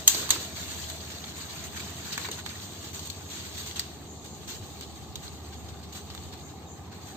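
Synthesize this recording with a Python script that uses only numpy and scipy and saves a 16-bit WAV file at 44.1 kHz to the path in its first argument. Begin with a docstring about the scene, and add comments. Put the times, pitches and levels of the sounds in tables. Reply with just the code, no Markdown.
"""Someone pushes a leafy branch aside and climbs over dry leaf litter on a wooded slope, moving away.
Leaves crackle in dense grains, twigs snap (two loudly), a far engine idles over a low drone, a bird and an insect call faintly."""
import sys
import numpy as np
from scipy import signal
from scipy.fft import rfft, irfft, next_fast_len
from scipy.io import wavfile
from scipy.ndimage import uniform_filter1d, map_coordinates

SR = 44100
rng = np.random.default_rng(int(sys.argv[2]) if len(sys.argv) > 2 else 0)


def waveform_to_disk(signal):
    """Save audio, clipped to [-1, 1], as 16-bit WAV at the path in sys.argv[1]."""
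    frames = np.transpose(np.atleast_2d(signal))
    scaled = np.clip(frames, -1, 1) * 32767
    samples = np.round(scaled).astype(np.int16)
    wavfile.write(sys.argv[1], SR, samples)


N = 316152

# how hard the leaves are stirred, fading as the walker climbs away: (s, crackling leaves dB, heavy stems dB above them)
RUSTLE = [(0, -45, -5), (.06, -49.5, -10), (.1, -35, -6.5), (.3, -41, -6), (.312, -30, -8), (.35, -40, -5), (.53, -49, -4), (.6, -45.5, -7), (.9, -44.5, -6), (1, -48, -6),
          (1.7, -48.5, -4), (2.15, -44, -5), (2.38, -47.5, -5.5), (2.43, -53.5, -7), (2.5, -49, -6.5), (2.85, -48, -6), (2.91, -51.5, -5), (3.0, -46.5, -10), (3.14, -53, -6),
          (3.38, -46, -4.5), (3.7, -48, -10), (3.74, -50, -6), (3.82, -52.5, -3), (4.0, -57, -4), (4.75, -52.5, -8.5), (5.1, -55, -6.5), (5.4, -55, -4),
          (5.78, -58, -4), (6.2, -54, -6), (6.8, -60, -1.5), (7.17, -56.5, -3)]
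STEMS = [(530, -26), (900, 2), (1280, 1), (1640, 3.5), (2530, 0.5), (3200, -20.5), (4160, -25.5), (7040, -120)]  # (Hz, dB per Hz)
CRACKLE = [(2200, -31.5), (2800, -6), (3800, 0), (4600, -0.5), (5000, -7.5), (5900, -6), (6200, -54)]  # (Hz, dB per Hz)
CRISP = [(5700, -29), (6200, -1), (7500, -3.5), (7900, -7), (8500, -3), (11800, -13), (13200, -10.5), (16000, -14)]  # (Hz, dB per Hz)
# twig snaps: (s, peak dB, wood dB above it, crisp dB above it, wood pitch Hz, splinter pitch Hz, left-right dB)
SNAPS = [(0.0767, -10.5, -14, 10, 1930, 3155, 1.5), (0.1469, -23, -12.5, -7, 850, 4630, -5),
         (0.291, -32.5, -8, 1.5, 1130, 4420, -13), (0.3049, -15, -12, 6, 1780, 3960, -3),
         (0.361, -36.5, 2, -6, 1310, 4690, 3), (0.899, -34, -8.5, 2, 2010, 4150, -1),
         (1.2408, -35.5, -8.5, -13, 1330, 3540, 0.5), (2.1775, -32, 3.5, 3.5, 1740, 3400, 2), (2.287, -37.5, 2.5, 0, 980, 4450, 2),
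         (2.314, -32.5, -17, 3.5, 1810, 3690, 1), (2.4615, -31, -3.5, -3, 930, 3720, -2.5), (2.4906, -37, -19.5, -8, 2180, 4800, -2),
         (2.9456, -40, -16, -11, 907, 4190, 0.5), (2.993, -37, -11, 0.5, 869, 4470, 1.5), (3.0718, -43, -9, 9, 1100, 4040, -3),
         (3.1, -30.5, -19, 0.5, 2560, 4200, 6.5), (3.7102, -36, -18, -5, 1210, 3340, 1.5),
         (3.7942, -22.5, -14, -0.5, 1900, 4680, -0.5), (4.8093, -37, -8.5, 1, 1240, 4680, -1),
         (5.1555, -32, -13, -0.5, 966, 3840, -3), (5.2796, -39, -14, -16, 974, 4100, 0.5),
         (6.1006, -40, -8.5, -12, 1180, 4560, 1), (6.1488, -40, -5, 0.5, 1230, 3600, -0.5), (6.176, -38.5, -9, -12, 853, 3560, 1)]
WOOD = [(500, -21), (900, -3.5), (1500, -4.5), (2200, -2.5), (3000, -18)]  # a snapping twig's body: (Hz, dB per Hz)
THUDS = [(4.599, -22.5)]  # heel on soil: (s, peak dB)
CYCLE = [(0, 12.9), (1.5, 13.2), (2.5, 13.6), (3.7, 12.9), (7.17, 12.9)]  # (s, engine cycles Hz)
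ORDERS_DB = [(5, -17), (6, 2), (7, -1.5), (8, -15.5), (9, -15.5), (11, -11.5), (12, -11), (13, -18), (14, -11.5), (15, -9), (16, -17)]  # (multiple of the cycle, dB)
DRONE = [(24, -29), (50, -22.5), (65, -10.5), (96, -2.5), (149, -4.5), (414, -8.5), (549, -17.5), (752, -13), (839, -13),
         (937, -18.5), (1220, -17), (1430, -35), (1700, -46), (2210, -50), (3740, -120)]  # (Hz, dB per Hz)
HOWL = [(0, 653.3, -51.5), (3.5, 670.3, -64.5), (4.6, 770.3, -59), (7.17, 766.3, -55)]  # a hollow band in the drone: (s, Hz, dB)
DRONE_ALIKE = [(60, 0.91), (300, 0.81), (700, 0.71), (1400, 0.67)]  # (Hz, left-right likeness)
CHIRPS = [(4.82, 3700, 3200, .03, -54), (4.96, 4000, 3500, .03, -58), (5.69, 3400, 3100, .03, -57), (6.228, 4050, 3400, .05, -53), (6.268, 3400, 2950, .02, -52), (6.652, 4050, 3450, .045, -54)]  # (s, from Hz, to Hz, length s, dB) fixed
TOP_HZ = 16450  # fixed
BANDS = (STEMS, CRACKLE, CRISP)
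# handfuls of leaves crushed at once: (s, crackling leaves dB, stems dB above them, crisp dB above them, length s)
CRUNCHES = [(0.383, -41.5, -13, 1.5, 0.13), (0.553, -41, -6, -0.5, 0.087), (0.701, -46, -5, 5, 0.092), (0.811, -43, -9, -2, .06), (0.883, -46, -6, 6, .05),
            (1, -45, -17, -10, .04), (1.094, -46, -7, 1, 0.085), (1.404, -43.5, -7, 0, 0.046), (1.49, -45, -10, 0, 0.053), (1.636, -47, -13, 6.5, .05),
            (1.759, -43, -2, 2, 0.052), (1.794, -40, -5, 0, 0.035), (2.023, -51, -8, -8, .04), (2.121, -35, -12, -3, .04),
            (2.244, -43, 5, -2, 0.03), (2.317, -41, -10, -6, .04), (2.381, -43.5, 0.5, -2, 0.037), (2.492, -45.5, 1, 0, 0.043), (2.84, -47.5, -4, 3, 0.041),
            (2.929, -48.5, -2, 8.5, 0.081), (3.049, -45.5, -10, 6, .04), (3.298, -42.5, -14, -2, .05), (3.39, -44, -15, -3, .035),
            (3.568, -40.5, -8, 3, 0.089), (3.652, -43, -6.5, 3, 0.087), (3.7563, -38, -7.5, -1, 0.042),
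            (4.241, -47.5, -9, 0.5, 0.059), (4.4715, -42, -9, 2, 0.12), (4.82, -44, -11, -6, 0.04), (5.22, -47, -5, 1, 0.096), (5.52, -50.5, -6, -2, 0.063),
            (5.683, -49.5, -5, 0, 0.03), (5.826, -48.5, -13, -4, 0.053), (5.922, -47.5, -10, 3.5, .05),
            (5.945, -45, -7.5, 2.5, 0.078), (6.096, -51.5, -7, -2, .06), (6.323, -47, -3.5, -2, 0.042), (6.912, -53, -3, -3, 0.059), (7.05, -53, -4, 5, 0.12)]
BOUGH = [(.14, -37.5), (.19, -45), (.31, -38), (.36, -52), (2.18, -47), (2.28, -41)]  # the bent bough knocks: (s, dB)
BOUGH_SOUND = [(180, -29), (260, 3), (420, 5), (650, -6), (900, -35)]  # (Hz, dB per Hz)
GAP = [(8450, 0), (8600, -16), (9000, -24), (9400, -52), (11350, -60), (11550, 0), (15450, 0), (15700, -28)]  # (Hz, dB) fixed
INSECT = [(3.33, .1, -48), (4.107, 0.051, -51), (4.2, 0.17, -52), (4.35, 0.073, -50), (4.658, 0.054, -61), (5.57, .07, -55), (6.465, 0.082, -51.5), (6.72, 0.071, -49)]  # swells of a far insect: (middle s, length s, dB)
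INSECT_SOUND = [(5900, -20), (6150, -3), (6800, 0), (7500, -2), (7750, -20)]  # (Hz, dB per Hz) fixed
CRISP_DB = 2  # thin crisp leaves over the crackling ones
CLUMPS_DB, OWN_DB = 1.47, 0.54  # depth of the flutter that all leaves share, and of each size's own
RISE, FALL = 0.18, 2.3  # a crunch: rise as a share of its length, fall in nepers over its length
SPLINTER_S = 0.026  # t60 of a twig's splintering
KNOCK_RISE_S, KNOCK_S = 0.0081, 0.34  # rise, t60


def amp(db):
    """Decibels to gain."""
    return 10 ** (np.asarray(db) / 20)


def unit(x):
    """Scaled to rms 1."""
    return x / np.sqrt(np.mean(x ** 2) + 1e-20)


def along(points, hz):
    """(Hz, value) points on a log axis."""
    f, v = np.transpose(points)
    return np.interp(np.log(hz + 1), np.log(f + 1), v)


def curves(rows):
    """One value per sample for each column after the time."""
    s, *cols = np.transpose(rows)
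    return [np.interp(np.arange(N) / SR, s, c) for c in cols]


def wobble(rate):
    """A smooth random curve, rate knots a second."""
    return map_coordinates(rng.standard_normal(int(N * rate / SR) + 4), [np.arange(N) * rate / SR])


def filtered(x, response):
    """x times a response of frequency."""
    m = next_fast_len(N + SR // 2)
    return irfft(rfft(x, m) * response(np.fft.rfftfreq(m, 1 / SR)), m)[..., :N]


def coloured(x, spectrum):
    """x through a spectrum that keeps the power of white noise."""
    shape = lambda hz: amp(along(spectrum, hz)) * (hz > spectrum[0][0]) * (hz < spectrum[-1][0])
    return filtered(x, lambda hz: unit(shape(hz)))


def heard_by_both(x, shared):
    """One source at two ports: part reaches both, the left a little late; the rest is each port's own."""
    shared = np.clip(shared, 0, 1)
    common = np.array([np.roll(x[0], 5), x[0]])  # fixed
    return np.sqrt(shared) * common + np.sqrt(1 - shared) * x[1:]


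def grains(rate, spread_db, cycles):
    """Leaf cracks: each rings a few cycles at its own pitch; most are small, a few large."""
    when, pitch, size, phase = rng.random((round(rate * N / SR), 4)).T[:, :, None]
    hz, n = 900 * (15500 / 900) ** (pitch ** .7), np.arange(128)  # fixed
    turns = hz * n / SR
    rings = amp(-spread_db * np.log(1.003 - size)) * np.sqrt(hz) * np.exp(-turns / cycles) * np.sin(2 * np.pi * (turns + phase))
    return unit(np.bincount((np.int64(when * N) + n).ravel(), rings.ravel())[:N])


def rustle():
    """Brushing and treading shake all sizes of leaf together; they flutter, and crunches add quick swells."""
    level_db, stems_db = curves(RUSTLE)
    levels = level_db + np.array([stems_db, np.zeros(N), np.full(N, CRISP_DB)]) + CLUMPS_DB * wobble(30)
    power = amp(1.987 * (levels + OWN_DB * np.array([wobble(20) for _ in BANDS])))
    t = np.arange(SR // 3) / SR
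    for s, db, stems_db, crisp_db, length in CRUNCHES:
        swell = (1 - np.exp(-t / length / RISE)) * np.exp(-FALL * t / length)
        swell = swell / swell.max()
        at = power[:, round(s * SR):][:, :len(t)]
        at += amp(2 * (db + np.array([stems_db, 0, crisp_db])))[:, None] * swell[:at.shape[1]] ** 2
    source = leaves(cracks_db=-5.5, bed_db=0.5)
    return sum(np.sqrt(p) * coloured(source, band) for p, band in zip(power, BANDS))


def snaps():
    """Each twig clicks, splinters for a few ms and rings briefly; shaken leaves and the trees around trail after it."""
    t = np.arange(SR // 6) / SR
    layers, rings = np.zeros((3, 2, N + len(t))), np.zeros((2, N + len(t)))
    tail = amp(np.array([-13, -12, -18])[:, None, None] - 60 * t / 0.3)  # the trail is duller than the snap
    for s, db, wood_db, crisp_db, wood_hz, splinter_hz, pan_db in SNAPS:
        shape = (1 - np.exp(-(t / .0008) ** 2)) * (amp(4 - 60 * t / .006) + amp(-60 * t / SPLINTER_S) + tail)  # fixed
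        pan = amp([[pan_db / 2], [-pan_db / 2]])
        burst = heard_by_both(rng.standard_normal((3, len(t))), shared=0.25)
        gains = amp(db + np.array([wood_db - 1.0, -3.5, crisp_db - 0.5]))
        layers[..., round(s * SR):][..., :len(t)] += gains[:, None, None] * shape * burst * pan
        wood = amp(db + wood_db + 7.5 - 60 * t / 0.017) * np.sin(2 * np.pi * wood_hz * t)
        splinter = amp(db + 6.0 - 60 * t / 0.021) * np.sin(2 * np.pi * splinter_hz * t)
        ring = (1 - np.exp(-(t / .0008) ** 2)) * (wood + splinter)  # fixed
        rings[:, round(s * SR):][:, :len(t)] += pan * [np.roll(ring, 5), ring]  # fixed
    return rings[:, :N] + sum(coloured(x[:, :N], band) for x, band in zip(layers, (WOOD, CRACKLE, CRISP)))


def thuds():
    """A heel gives the soil one soft low push."""
    out, t = np.zeros(N + SR), np.arange(SR // 5) / SR
    for s, db in THUDS:
        out[round(s * SR):][:len(t)] += amp(db - 60 * t / 0.098) * (1 - np.exp(-t / 0.012)) * np.sin(2 * np.pi * 100 * t)
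    return out[:N]


def engine():
    """Low orders of the firing cycle; the air between makes each one waver, a little apart at the two ports."""
    turns = np.cumsum(curves(CYCLE)[0]) / SR
    apart = 0.044 * wobble(2.9) * [[1], [-1]]
    return amp(-49.5) * sum(amp(db + 3.1 * wobble(3.7)) * np.sin(2 * np.pi * (k * turns + 0.048 * wobble(3.09) + apart)) for k, db in ORDERS_DB)


def drone():
    """Far low noise, nearly alike at both ports, with a hollow band that slides up."""
    pair = rng.standard_normal((2, N))
    turn = lambda hz: np.arccos(np.clip(along(DRONE_ALIKE, hz), -1, 1)) / 2
    mid, side = filtered(pair, lambda hz: amp(along(DRONE, hz)) * [np.cos(turn(hz)), np.sin(turn(hz))])
    howl_hz, howl_db = curves(HOWL)
    slow = filtered(rng.standard_normal((3, N)), lambda hz: 1 / (1 + (hz / 55) ** 2))
    band = unit(slow * np.sin(2 * np.pi * np.cumsum(howl_hz) / SR))
    howl = amp(howl_db) * (0.75 * band[0] + 0.5 * band[1:])
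    return amp(-46.0 + 0.27 * wobble(2.3)) * unit(np.array([mid + side, mid - side])) + howl


def bird():
    """Short falling whistles."""
    out = np.zeros(N + SR)
    for s, from_hz, to_hz, length, db in CHIRPS:
        n = round(length * SR)
        glide = np.cumsum(np.linspace(from_hz, to_hz, n)) / SR
        out[round(s * SR):][:n] += amp(db) * np.hanning(n) * np.sin(2 * np.pi * glide)
    return out[:N]


def leaves(cracks_db, bed_db):
    """Cracks over a bed of far leaves, at both ports."""
    cracks = np.array([grains(rate=850, spread_db=2.0, cycles=4.2) for _ in range(3)])
    both = heard_by_both(amp(cracks_db) * cracks + amp(bed_db) * rng.standard_normal((3, N)), shared=0.17)
    return patchy(both, depth_db=2.0)


def bough():
    """Dull woody noise, swelling and dying after each knock."""
    t = np.arange(N) / SR
    since = [np.maximum(t - s, 0) for s, _ in BOUGH]
    level = sum((1 - np.exp(-u / KNOCK_RISE_S)) * amp(db - 60 * u / KNOCK_S) for u, (_, db) in zip(since, BOUGH))
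    knocks = coloured(rng.standard_normal((2, N)), BOUGH_SOUND)
    return level * (knocks[0] + 0.15 * knocks[1] * [[1], [-1]])


def patchy(x, depth_db):
    """Random patches of pitch and time stand out, as single leaves and sprigs take turns."""
    z = signal.stft(x, nperseg=512)[2]
    field = uniform_filter1d(uniform_filter1d(rng.standard_normal(z.shape[1:]), size=2, axis=0), size=7, axis=1)
    return unit(signal.istft(z * amp(depth_db * unit(field)), nperseg=512)[1][:, :N])


def insect():
    """A scratchy high buzz, some two hundred strokes a second, in short swells."""
    t = np.arange(N) / SR
    level = sum(amp(db) * np.interp(t, [s - length, s, s + length], [0, 1, 0]) for s, length, db in INSECT)
    strokes = amp(2.6 * np.sin(2 * np.pi * 200 * t + 3 * wobble(30)))
    return level * unit(coloured(strokes * rng.standard_normal((2, N)), INSECT_SOUND))


def scene():
    """All sources at the two ports."""
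    return rustle() + snaps() + bough() + thuds() + engine() + drone() + bird() + insect()


def record(dry):
    """The loudest snap clips; a band of the treble is almost silent; nothing passes above the limit."""
    clipped = dry / (1 + np.abs(dry / 1.1) ** 6) ** (1 / 6)  # fixed
    return filtered(clipped, lambda hz: amp(along(GAP, hz)) * (hz < TOP_HZ))


dry = scene()
out = record(dry)
waveform_to_disk(out)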